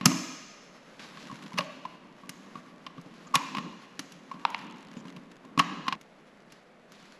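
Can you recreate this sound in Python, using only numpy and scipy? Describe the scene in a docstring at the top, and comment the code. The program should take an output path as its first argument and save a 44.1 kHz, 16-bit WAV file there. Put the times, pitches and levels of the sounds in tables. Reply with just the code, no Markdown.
"""Wire strippers snip and strip insulated copper wire at a wall box, heard close up in a bare room.
A snip opens the scene, with two more near 1.6 and 3.4 s: noise cracks, a short jaw ring and a handle thump.
Throughout, filtered noise makes sleeves rustle and insulation scrape; taps and catches punctuate it.
Two dry snaps follow near 4.5 s and a last snip at 5.6 s; its room echo stops abruptly at 5.955 s.
Only close, dry handling and light clicks remain after that, over a quiet bed of air noise."""
import sys
import numpy as np
from scipy import signal
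from scipy.fft import rfft, irfft, next_fast_len
from scipy.io import wavfile
from scipy.ndimage import uniform_filter1d, map_coordinates

SR = 44100
rng = np.random.default_rng(int(sys.argv[2]) if len(sys.argv) > 2 else 0)


def wav_out(sig):
    """Save sig, one row per channel (or a flat mono array), as 16-bit PCM at SR to the path in sys.argv[1]."""
    wavfile.write(sys.argv[1], SR, np.round(np.clip(np.atleast_2d(sig).T, -1, 1) * 32767).astype(np.int16))


N = 317462

# Spectral shape of soft, low cloth noise. Each row: frequency in Hz, relative level in dB.
SLEEVE_SPECTRUM = [(30, -45.5), (95, -33), (140, -7.5), (180, 3), (280, 0.5), (380, -9), (700, -21.5),
                   (1100, -8.5), (1600, -31), (5000, -74.5)]
# Spectral shape of insulation catching on steel. Each row: frequency in Hz, relative level in dB.
INSULATION_SPECTRUM = [(500, -18.5), (1500, 2.5), (2500, 1.5), (4500, -4.5), (7000, -7.5), (9000, -19.5),
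                       (11000, -13.5), (14000, -24)]


def amp(db):
    """Decibels to gain."""
    return 10 ** (np.asarray(db) / 20)


def unit(x):
    """Scale to rms 1."""
    return x / np.sqrt(np.mean(x ** 2) + 1e-20)


def crest(x, size):
    """Scale so that the loudest stretch of size samples has rms 1."""
    return x / np.sqrt(uniform_filter1d(x ** 2, size).max() + 1e-20)


def along(points, hz):
    """Read (Hz, value) points on a log frequency axis."""
    f, v = np.transpose(points)
    return np.interp(np.log(hz + 1), np.log(f + 1), v)


def wobble(rate):
    """A smooth random curve with rate knots a second."""
    knots = rng.standard_normal(int(N * rate / SR) + 4)
    return map_coordinates(knots, [np.arange(N) * rate / SR])


def coloured(x, spectrum):
    """Causal (minimum-phase) filter with the given spectrum in dB."""
    n = x.shape[-1]
    m = 2 * next_fast_len(n // 2 + 2048)
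    cepstrum = irfft(np.log(amp(along(spectrum, np.fft.rfftfreq(m, 1 / SR)))))
    # folding the cepstrum onto positive time gives minimum phase
    cepstrum[1:m // 2] *= 2
    cepstrum[m // 2 + 1:] = 0
    return irfft(rfft(x, m) * np.exp(rfft(cepstrum)), m)[..., :n]


def noise_in(spectrum):
    """Steady noise of rms 1 with the given spectral shape."""
    return unit(coloured(rng.standard_normal(N), spectrum))


def add(track, s, sound):
    """Mix a sound into the track at time s, in seconds."""
    part = track[max(round(s * SR), 0):][:len(sound)]
    part += sound[:len(part)]


def strike(t, attack, t60):
    """Envelope of a contact: force builds over the attack, then the vibration dies by 60 dB in t60."""
    rise = np.sin(np.pi / 2 * np.minimum(t / attack, 1)) ** 2
    return rise * amp(-60 * np.maximum(t - attack, 0) / t60)


def burst(t, attack, t60):
    """Noise under a contact envelope, as from a volley of tiny fractures."""
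    return rng.standard_normal(len(t)) * strike(t, attack, t60)


def air(level_db=-57.5):
    """A low bed of noise whose level wanders slowly."""
    # Spectral shape of the air bed. Each row: frequency in Hz, relative level in dB.
    air_spectrum = [(25, -11.5), (45, -20.5), (100, -20.5), (150, -4.5), (200, -0.5), (280, -5), (400, -4),
                    (600, -3), (900, -11), (1300, -11.5), (2000, -12.5), (4000, -26), (7000, -35),
                    (11000, -36.5), (14000, -48.5)]
    return amp(level_db + 0.68 * wobble(1.2)) * noise_in(air_spectrum)


def handling(catch_rate=90, catch_db=-9, sleeve_flutter_db=1.5, scrape_flutter_db=2.5, scrape_gain_db=-2.0):
    """Sleeves rustle; fingers and steel rub the insulation with scattered tiny catches."""
    # Level points of continuous handling noise, in three lists that are joined.
    # Each row: time in seconds, sleeve level in dB before flutter,
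    # scrape level in dB before flutter and scrape_gain_db.
    level_points = [
        [(0.9, -62.5, -59.5), (1.01, -55, -53.5), (1.16, -54.5, -52.5), (1.57, -50.5, -52), (2.01, -56, -63),
         (2.29, -59, -62), (2.43, -55, -56), (2.89, -57, -63), (3.32, -53, -57.5)],
        [(3.85, -57.5, -60), (4.088, -57.5, -59.5), (4.378, -55, -57), (4.55, -53.5, -52.5),
         (4.654, -54.5, -62.5), (5.026, -52, -59), (5.388, -56, -63.5), (5.56, -52.5, -66.5)],
        [(5.97, -53, -63.5), (6.028, -76, -66), (6.202, -65, -64), (6.458, -64.5, -63), (6.594, -66, -65),
         (6.724, -66, -74), (6.93, -65, -64), (7.122, -60, -59), (7.199, -68, -62)],
    ]
    # Spectral shape of the rubbing. Each row: frequency in Hz, relative level in dB.
    scrape_spectrum = [(150, -29.5), (450, 0), (800, 1.5), (1080, 4.5), (1500, 3.5), (2400, -0.5),
                       (4400, -5.5), (7000, -12), (9000, -22), (11000, -13.5), (13500, -26.5)]
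    s, *levels = np.vstack(level_points).T
    sleeve_db, scrape_db = [np.interp(np.arange(N) / SR, s, level) for level in levels]
    sleeve = noise_in(SLEEVE_SPECTRUM) * amp(sleeve_db + sleeve_flutter_db * wobble(30))
    rub = noise_in(scrape_spectrum) * amp(scrape_flutter_db * wobble(29))
    # catch_rate is the average number of catches per second
    impulses = (rng.random(N) < catch_rate / SR) * rng.standard_normal(N)
    catches = unit(coloured(impulses, INSULATION_SPECTRUM))
    return sleeve + (rub + amp(catch_db) * catches) * amp(scrape_db + scrape_gain_db)


def swells(flutter_db=2):
    """Soft low noise swells and fades after the last three loud cracks."""
    # Soft swells. Each row: start in seconds, length in seconds, peak level in dB before flutter.
    swell_times = [(3.443, 0.38, -43), (4.557, .22, -48), (5.588, 0.33, -43.5)]
    level = np.zeros(N)
    for s, length, db in swell_times:
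        add(level, s, amp(db) * signal.windows.hann(round(length * SR)))
    return level * amp(flutter_db * wobble(30)) * noise_in(SLEEVE_SPECTRUM)


def rustles(flutter_db=1.5, rise_s=.002):
    """Short rustles of rubbing noise start almost at once and die away unevenly."""
    # Short rustles. Each row: start in seconds, level in dB before flutter, 60 dB decay in seconds.
    rubs = [(0.993, -48, 0.88), (4.0, -54, .4), (1.19, -54.5, 0.71), (2.33, -58, .5), (3.14, -57, 0.69),
            (6.5, -60, 0.74), (6.92, -56, 1.5)]
    # Spectral shape of the rustle. Each row: frequency in Hz, relative level in dB.
    rustle_spectrum = [(200, -10), (600, -3), (1100, 0.5), (2500, -1), (4500, -1.5), (7000, -11.5),
                       (9000, -20.5), (11000, -17.5), (14000, -29.5)]
    level = np.zeros(N)
    t = np.arange(SR) / SR
    for s, db, t60 in rubs:
        add(level, s, amp(db) * strike(t, rise_s, t60))
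    return level * amp(flutter_db * wobble(40)) * noise_in(rustle_spectrum)


def drags(jitter=0.097):
    """Insulation sticks and slips through the notch: quick decaying noise bursts make a thin buzz."""
    # The notch drags along the insulation.
    # Each row: start in seconds, end in seconds, mean slips per second, level in dB.
    strokes = [(3.265, 3.285, 260, -57.5), (4.956, 5.018, 210, -60)]
    buzz_spectrum = [(1500, -7), (4000, -4), (7000, 12), (9000, -20), (14000, -23)]  # (Hz, dB)
    out = np.zeros(N)
    for start, end, rate, db in strokes:
        n = round((end - start) * SR)
        phase = np.cumsum(rate * (1 + jitter * wobble(80)[:n])) / SR
        slips = rng.standard_normal(n) * np.exp(-6 * (phase % 1))
        buzz = unit(coloured(slips, buzz_spectrum)) * signal.windows.tukey(n)
        add(out, start, amp(db) * buzz)
    return out


def ticks(scatter_db=2.0, t60=0.0114):
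    """During each pull the insulation catches on the steel with small dry ticks, unevenly spaced."""
    # The notch works along stiff insulation.
    # Each row: start in seconds, end in seconds, ticks per second, level in dB before random scatter.
    pulls = [(1.219, 1.56, 38, -47.5), (4.56, 4.97, 50, -52), (5.038, 5.12, 50, -48.5),
             (5.27, 5.41, 22, -52.5), (6.969, 7.1, 25, -53)]
    out = np.zeros(N)
    t = np.arange(SR // 30) / SR
    for start, end, rate, db in pulls:
        for s in np.arange(start, end, 1 / rate):
            tick = crest(coloured(burst(t, 0.00036, t60), INSULATION_SPECTRUM), size=88)
            tick_db = db + scatter_db * rng.standard_normal()
            add(out, s + rng.random() / rate, amp(tick_db) * tick)
    return out


def ringing(t, hz, attack, t60, waver=0.33):
    """One hand-damped mode; the grip shifts, so its phase drifts."""
    # waver is the rms phase drift in radians per square root of a millisecond
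    drift = waver * np.cumsum(rng.standard_normal(len(t))) / np.sqrt(SR / 1000)
    return crest(np.sin(2 * np.pi * hz * t + drift) * strike(t, attack, t60), size=132)


def contact(hz, attack, t60, thump_db, ring_db, crack_db, tick_db,
            thump_t60=0.049, release=20, ring_life=1.77, ring_lag=0.0011):
    """One contact: a push on the handles, a short ring of the jaws, a crack and a bright tick."""
    # Spectral shape of hand and handles. Each row: frequency in Hz, relative level in dB.
    thump_spectrum = [(30, -47), (70, -29.5), (100, -21), (128, -7.5), (175, 5), (215, -6), (268, 1.5),
                      (370, -18.5), (650, -24), (1000, -44.5), (3000, -100)]
    # Spectral shape of the crack. Each row: frequency in Hz, relative level in dB.
    crack_spectrum = [(200, -56), (450, -21.5), (900, -4), (1400, -2), (2000, -0.5), (2800, -0.5),
                      (3400, -5), (4200, -7), (5500, -11.5), (9000, -52.5)]
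    # Spectral shape of the bright tick. Each row: frequency in Hz, relative level in dB.
    tick_spectrum = [(2000, -49.5), (3800, -8), (5100, 3), (6500, 3), (8000, -5.5), (11000, -1.5),
                     (13000, -2.5), (15000, -22.5)]
    # Small steel parts radiate little bass. Each row: frequency in Hz, gain in dB.
    radiation = [(100, -25.5), (400, -9), (750, 0.5)]
    # Upper modes of the jaws, struck by each crack.
    # Each row: frequency in Hz, level in dB relative to the crack, decay as a multiple of t60.
    steel_modes = [(2841, -10.5, 1.3), (4057, -19, 1.4)]
    t = np.arange(SR // 10) / SR
    push = burst(t, attack, thump_t60)
    push[round(attack * SR / 2)] += release  # the grip suddenly gives
    thump = crest(coloured(push, thump_spectrum), size=264)
    ring = coloured(ringing(t, hz, attack + ring_lag, ring_life * t60), radiation)
    crack = crest(coloured(burst(t, attack, t60), crack_spectrum), size=88)
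    for mode_hz, db, life in steel_modes:
        crack += amp(db) * ringing(t, mode_hz, attack, life * t60)
    tick = crest(coloured(burst(t, attack, t60), tick_spectrum), size=88)
    return amp(thump_db) * thump + amp(ring_db) * ring + amp(crack_db) * crack + amp(tick_db) * tick


# The blows below yield (seconds, sound, room send in dB); contacts() sets their common level.
def clicks(ring_hz=1180, send_db=-0.5):
    """Brief hard touches as the tool is set on the wire: mostly crack, with a tick of varying strength."""
    # Light touches. Each row: time in seconds, crack level in dB, tick level in dB.
    touches = [(.994, -41.5, -61), (1.428, -47, -58), (1.461, -44.5, -58), (2.292, -36, -33.5),
               (3.012, -64, -54.5), (3.992, -31, -31.5), (4.12, -49, -47.5), (4.589, -42, -54),
               (5.081, -47.5, -59), (4.501, -47, -47), (5.163, -45.5, -58), (6.011, -50, -50.5),
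               (6.521, -50, -48.5), (6.919, -50, -50)]
    for s, crack_db, tick_db in touches:
        click = contact(ring_hz, attack=0.0016, t60=0.028, thump_db=crack_db - 6.5,
                        ring_db=crack_db - 14.5, crack_db=crack_db, tick_db=tick_db)
        yield s, click, send_db


def knocks():
    """Padded by the hand, the force builds slowly: ring and thump with little crack."""
    # The gripped tool knocks dully against hand and wire. Each row: time in seconds,
    # ring level in dB, ring frequency in Hz, thump level in dB, room send in dB.
    bumps = [(1.296, -38.5, 1090, -50, -9), (1.311, -38, 1085, -48, -10), (1.325, -48, 1013, -39, -4),
             (1.518, -42, 1040, -59, 4), (1.537, -59, 945, -36, 8.5), (1.588, -25, 583, -41, 0),
             (1.85, -30, 1030, -48.5, -3), (2.232, -46, 1090, -51, 12), (2.553, -36, 1138, -43.5, 3),
             (2.978, -45, 1150, -39.5, -13), (3.059, -67, 1010, -44.5, -5), (3.27, -47.5, 1192, -60, 10),
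             (4.312, -31.5, 1103, -60, 3), (4.34, -45, 1059, -41, 6.5), (4.966, -54.5, 1076, -36, 3),
             (5.05, -49.5, 1040, -40.5, 4.5), (5.166, -52, 1064, -41, 0), (5.446, -50, 1020, -47, -3),
             (5.865, -33, 1069, -53, 9)]
    for s, ring_db, hz, thump_db, send_db in bumps:
        force_db = max(ring_db, thump_db)
        knock = contact(hz, attack=.0035, t60=0.024, thump_db=thump_db, ring_db=ring_db,
                        crack_db=force_db - 12.5, tick_db=force_db - 32.5)
        yield s, knock, send_db


def clacks(ring_hz=1070):
    """Handles spring back against a hard stop: crack and ring are set about equally strong."""
    # Handle stops. Each row: time in seconds, crack level in dB, thump level in dB, room send in dB.
    stops = [(.01, -34.5, -32.5, 12.5), (.115, -32.5, -32, 3), (1.171, -44.5, -51, -7),
             (1.578, -31, -54, -8), (1.606, -32.5, -37, -5), (2.864, -36, -47, 1.5),
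             (3.548, -30.5, -42, -12), (3.568, -30.5, -38, -9), (3.582, -30, -33, -6), (5.88, -24, -34, -1),
             (5.9236, -26, -38.5, -1.5)]
    for s, db, thump_db, send_db in stops:
        clack = contact(ring_hz, attack=0.0019, t60=0.029, thump_db=thump_db,
                        ring_db=db - 0.5, crack_db=db, tick_db=db - 18)
        yield s, clack, send_db


def snaps(ring_hz=960, send_db=-1.5):
    """Insulation parts, very short and dry; the handles hardly move."""
    # Partings. Each row: time in seconds, crack level in dB, ring level in dB, before softening.
    partings = [(4.4509, -18.5, -15.5), (4.5456, -23, -30.5)]
    # Soft insulation gives less treble. Each row: frequency in Hz, gain in dB.
    softening = [(4300, 0), (6500, -5.5)]
    for s, crack_db, ring_db in partings:
        snap = contact(ring_hz, attack=.0004, t60=0.0086, thump_db=crack_db - 31,
                       ring_db=ring_db, crack_db=crack_db, tick_db=crack_db - 29.5)
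        yield s, coloured(snap, softening), send_db


def snips(slam_s=.0024, rebound_s=0.017, rebound_db=-17):
    """The edges bite, the wire crunches and breaks, then the jaws slam shut and rebound once."""
    # The jaws cut through. Each row: time of the break in seconds, bite lead in seconds,
    # bite rise in seconds, bite ring level in dB, bite thump level in dB, crack level in dB,
    # tick level in dB, ring level in dB, ring frequency in Hz, thump level in dB, room send in dB.
    cuts = [(.057, 0.0032, 0.0016, -28, -24, -15.5, -7.5, -26, 1234, -14.5, 1.5),
            (1.585, .014, .008, -34, -49, -21, -29, -26.5, 1122, -38, -2.5),
            (3.354, .017, .0095, -16, -42, -15.5, -18.5, -18.5, 1084, -28, -2),
            (5.593, 0.018, .0025, -21.5, -25, -14.5, -25, -12.5, 1102, -25.5, -2)]
    for (s, lead, rise, bite_db, bite_thump_db, crack_db, tick_db,
         ring_db, hz, thump_db, send_db) in cuts:
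        bite = contact(hz, attack=rise, t60=.012, thump_db=bite_thump_db,
                       ring_db=bite_db, crack_db=crack_db - 16, tick_db=tick_db - 17.5)
        crunch = contact(hz, attack=lead / 2, t60=.025, thump_db=bite_thump_db - 4,
                         ring_db=ring_db - 20, crack_db=crack_db - 12.5, tick_db=tick_db - 11.5)
        breaking = contact(hz, attack=.001, t60=.011, thump_db=thump_db - 8,
                           ring_db=ring_db - 4, crack_db=crack_db, tick_db=tick_db)
        slam = contact(hz, attack=.0022, t60=0.028, thump_db=thump_db,
                       ring_db=ring_db, crack_db=crack_db - 3.5, tick_db=tick_db - 12)
        rebound = contact(hz, attack=.0015, t60=.025, thump_db=thump_db + 2,
                          ring_db=ring_db, crack_db=crack_db - 2, tick_db=tick_db - 9.5)
        yield s - lead, bite, send_db + 3
        yield s - lead / 2, crunch, send_db - 3
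        yield s, breaking, send_db
        yield s + slam_s, slam, send_db + 1.0
        yield s + rebound_s, amp(rebound_db) * rebound, send_db


def contacts(level_db=-1):
    """All blows of the tool, as direct sound and as room feed."""
    direct, feed = np.zeros(N), np.zeros(N)
    for kind in (snips, clacks, knocks, clicks, snaps):
        for s, sound, send_db in kind():
            add(direct, s, amp(level_db) * sound)
            add(feed, s, amp(level_db + send_db) * sound)
    return direct, feed


def room_tail(build=0.0053):
    """Hard bare walls: a diffuse noise tail that builds up and dies band by band."""
    # Decay of the bare room. Each row: frequency in Hz, 60 dB decay time in seconds.
    decay_times = [(100, 0.16), (220, 0.59), (500, 1.03), (1200, 1.21), (3000, 1.53), (6000, 1.39),
                   (8000, 0.98), (12000, 0.75)]
    # Spectral shape of the echo. Each row: frequency in Hz, relative level in dB.
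    echo_spectrum = [(60, -11), (130, -0.5), (250, 4), (400, -1.5), (650, 1.5), (1100, -7.5), (1700, -3.5),
                     (3000, -6), (4200, -5.5), (5200, -9), (6700, -5), (8500, -9), (11000, -13),
                     (14000, -11.5)]
    hz, t, z = signal.stft(rng.standard_normal(SR), SR, nperseg=256)
    decay = amp(-60 * t / along(decay_times, hz)[:, None])
    tail = signal.istft(z * decay * (1 - np.exp(-t / build)), SR, nperseg=256)[1]
    return coloured(tail / np.linalg.norm(tail), echo_spectrum)


def room(feeds, room_db=-6):
    """The sound thrown in each direction meets its own walls; together they make a smooth echo."""
    echo = sum(signal.fftconvolve(feed, room_tail())[:N] for feed in feeds)
    return amp(room_db) * echo / np.sqrt(len(feeds))


def scene(count=3, echo_end_s=5.955):
    """All is close and central; the room echo stops abruptly while the direct sounds go on."""
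    # Treble balance of the left port. Each row: frequency in Hz, gain in dB.
    left_port = [(10500, 0), (13000, -4)]
    # the tool radiates differently each way: one direction is heard directly, all feed the room
    directs, feeds = zip(*[contacts() for _ in range(count)])
    echo = room(feeds) * (np.arange(N) / SR < echo_end_s)
    mono = air() + handling() + swells() + rustles() + drags() + ticks() + directs[0] + echo
    return np.array([coloured(mono, left_port), mono])


def record(dry, top_hz=14400):
    """Microphone ports notch the treble and part in phase; peaks clip before a steep treble limit."""
    # Response of the microphone. Each row: frequency in Hz, gain in dB.
    microphone = [(20, 1), (8200, -0.5), (8800, -8.5), (9150, -12), (9600, -7.5), (10600, 0), (14000, -14)]
    # Phase difference between the ports. Each row: frequency in Hz, phase in radians.
    port_phase = [(1000, 0), (2500, .08), (6000, .14), (10500, 0.31), (12200, 1.0)]
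    x = np.clip(coloured(dry, microphone), -1, 1)
    m = next_fast_len(N + SR // 4)
    hz = np.fft.rfftfreq(m, 1 / SR)
    # half of the phase difference goes each way
    ports = np.exp(.5j * np.outer([1, -1], along(port_phase, hz)))
    return irfft(rfft(x, m) * ports * (hz < top_hz), m)[:, :N]


dry = scene()
out = record(dry)
wav_out(out)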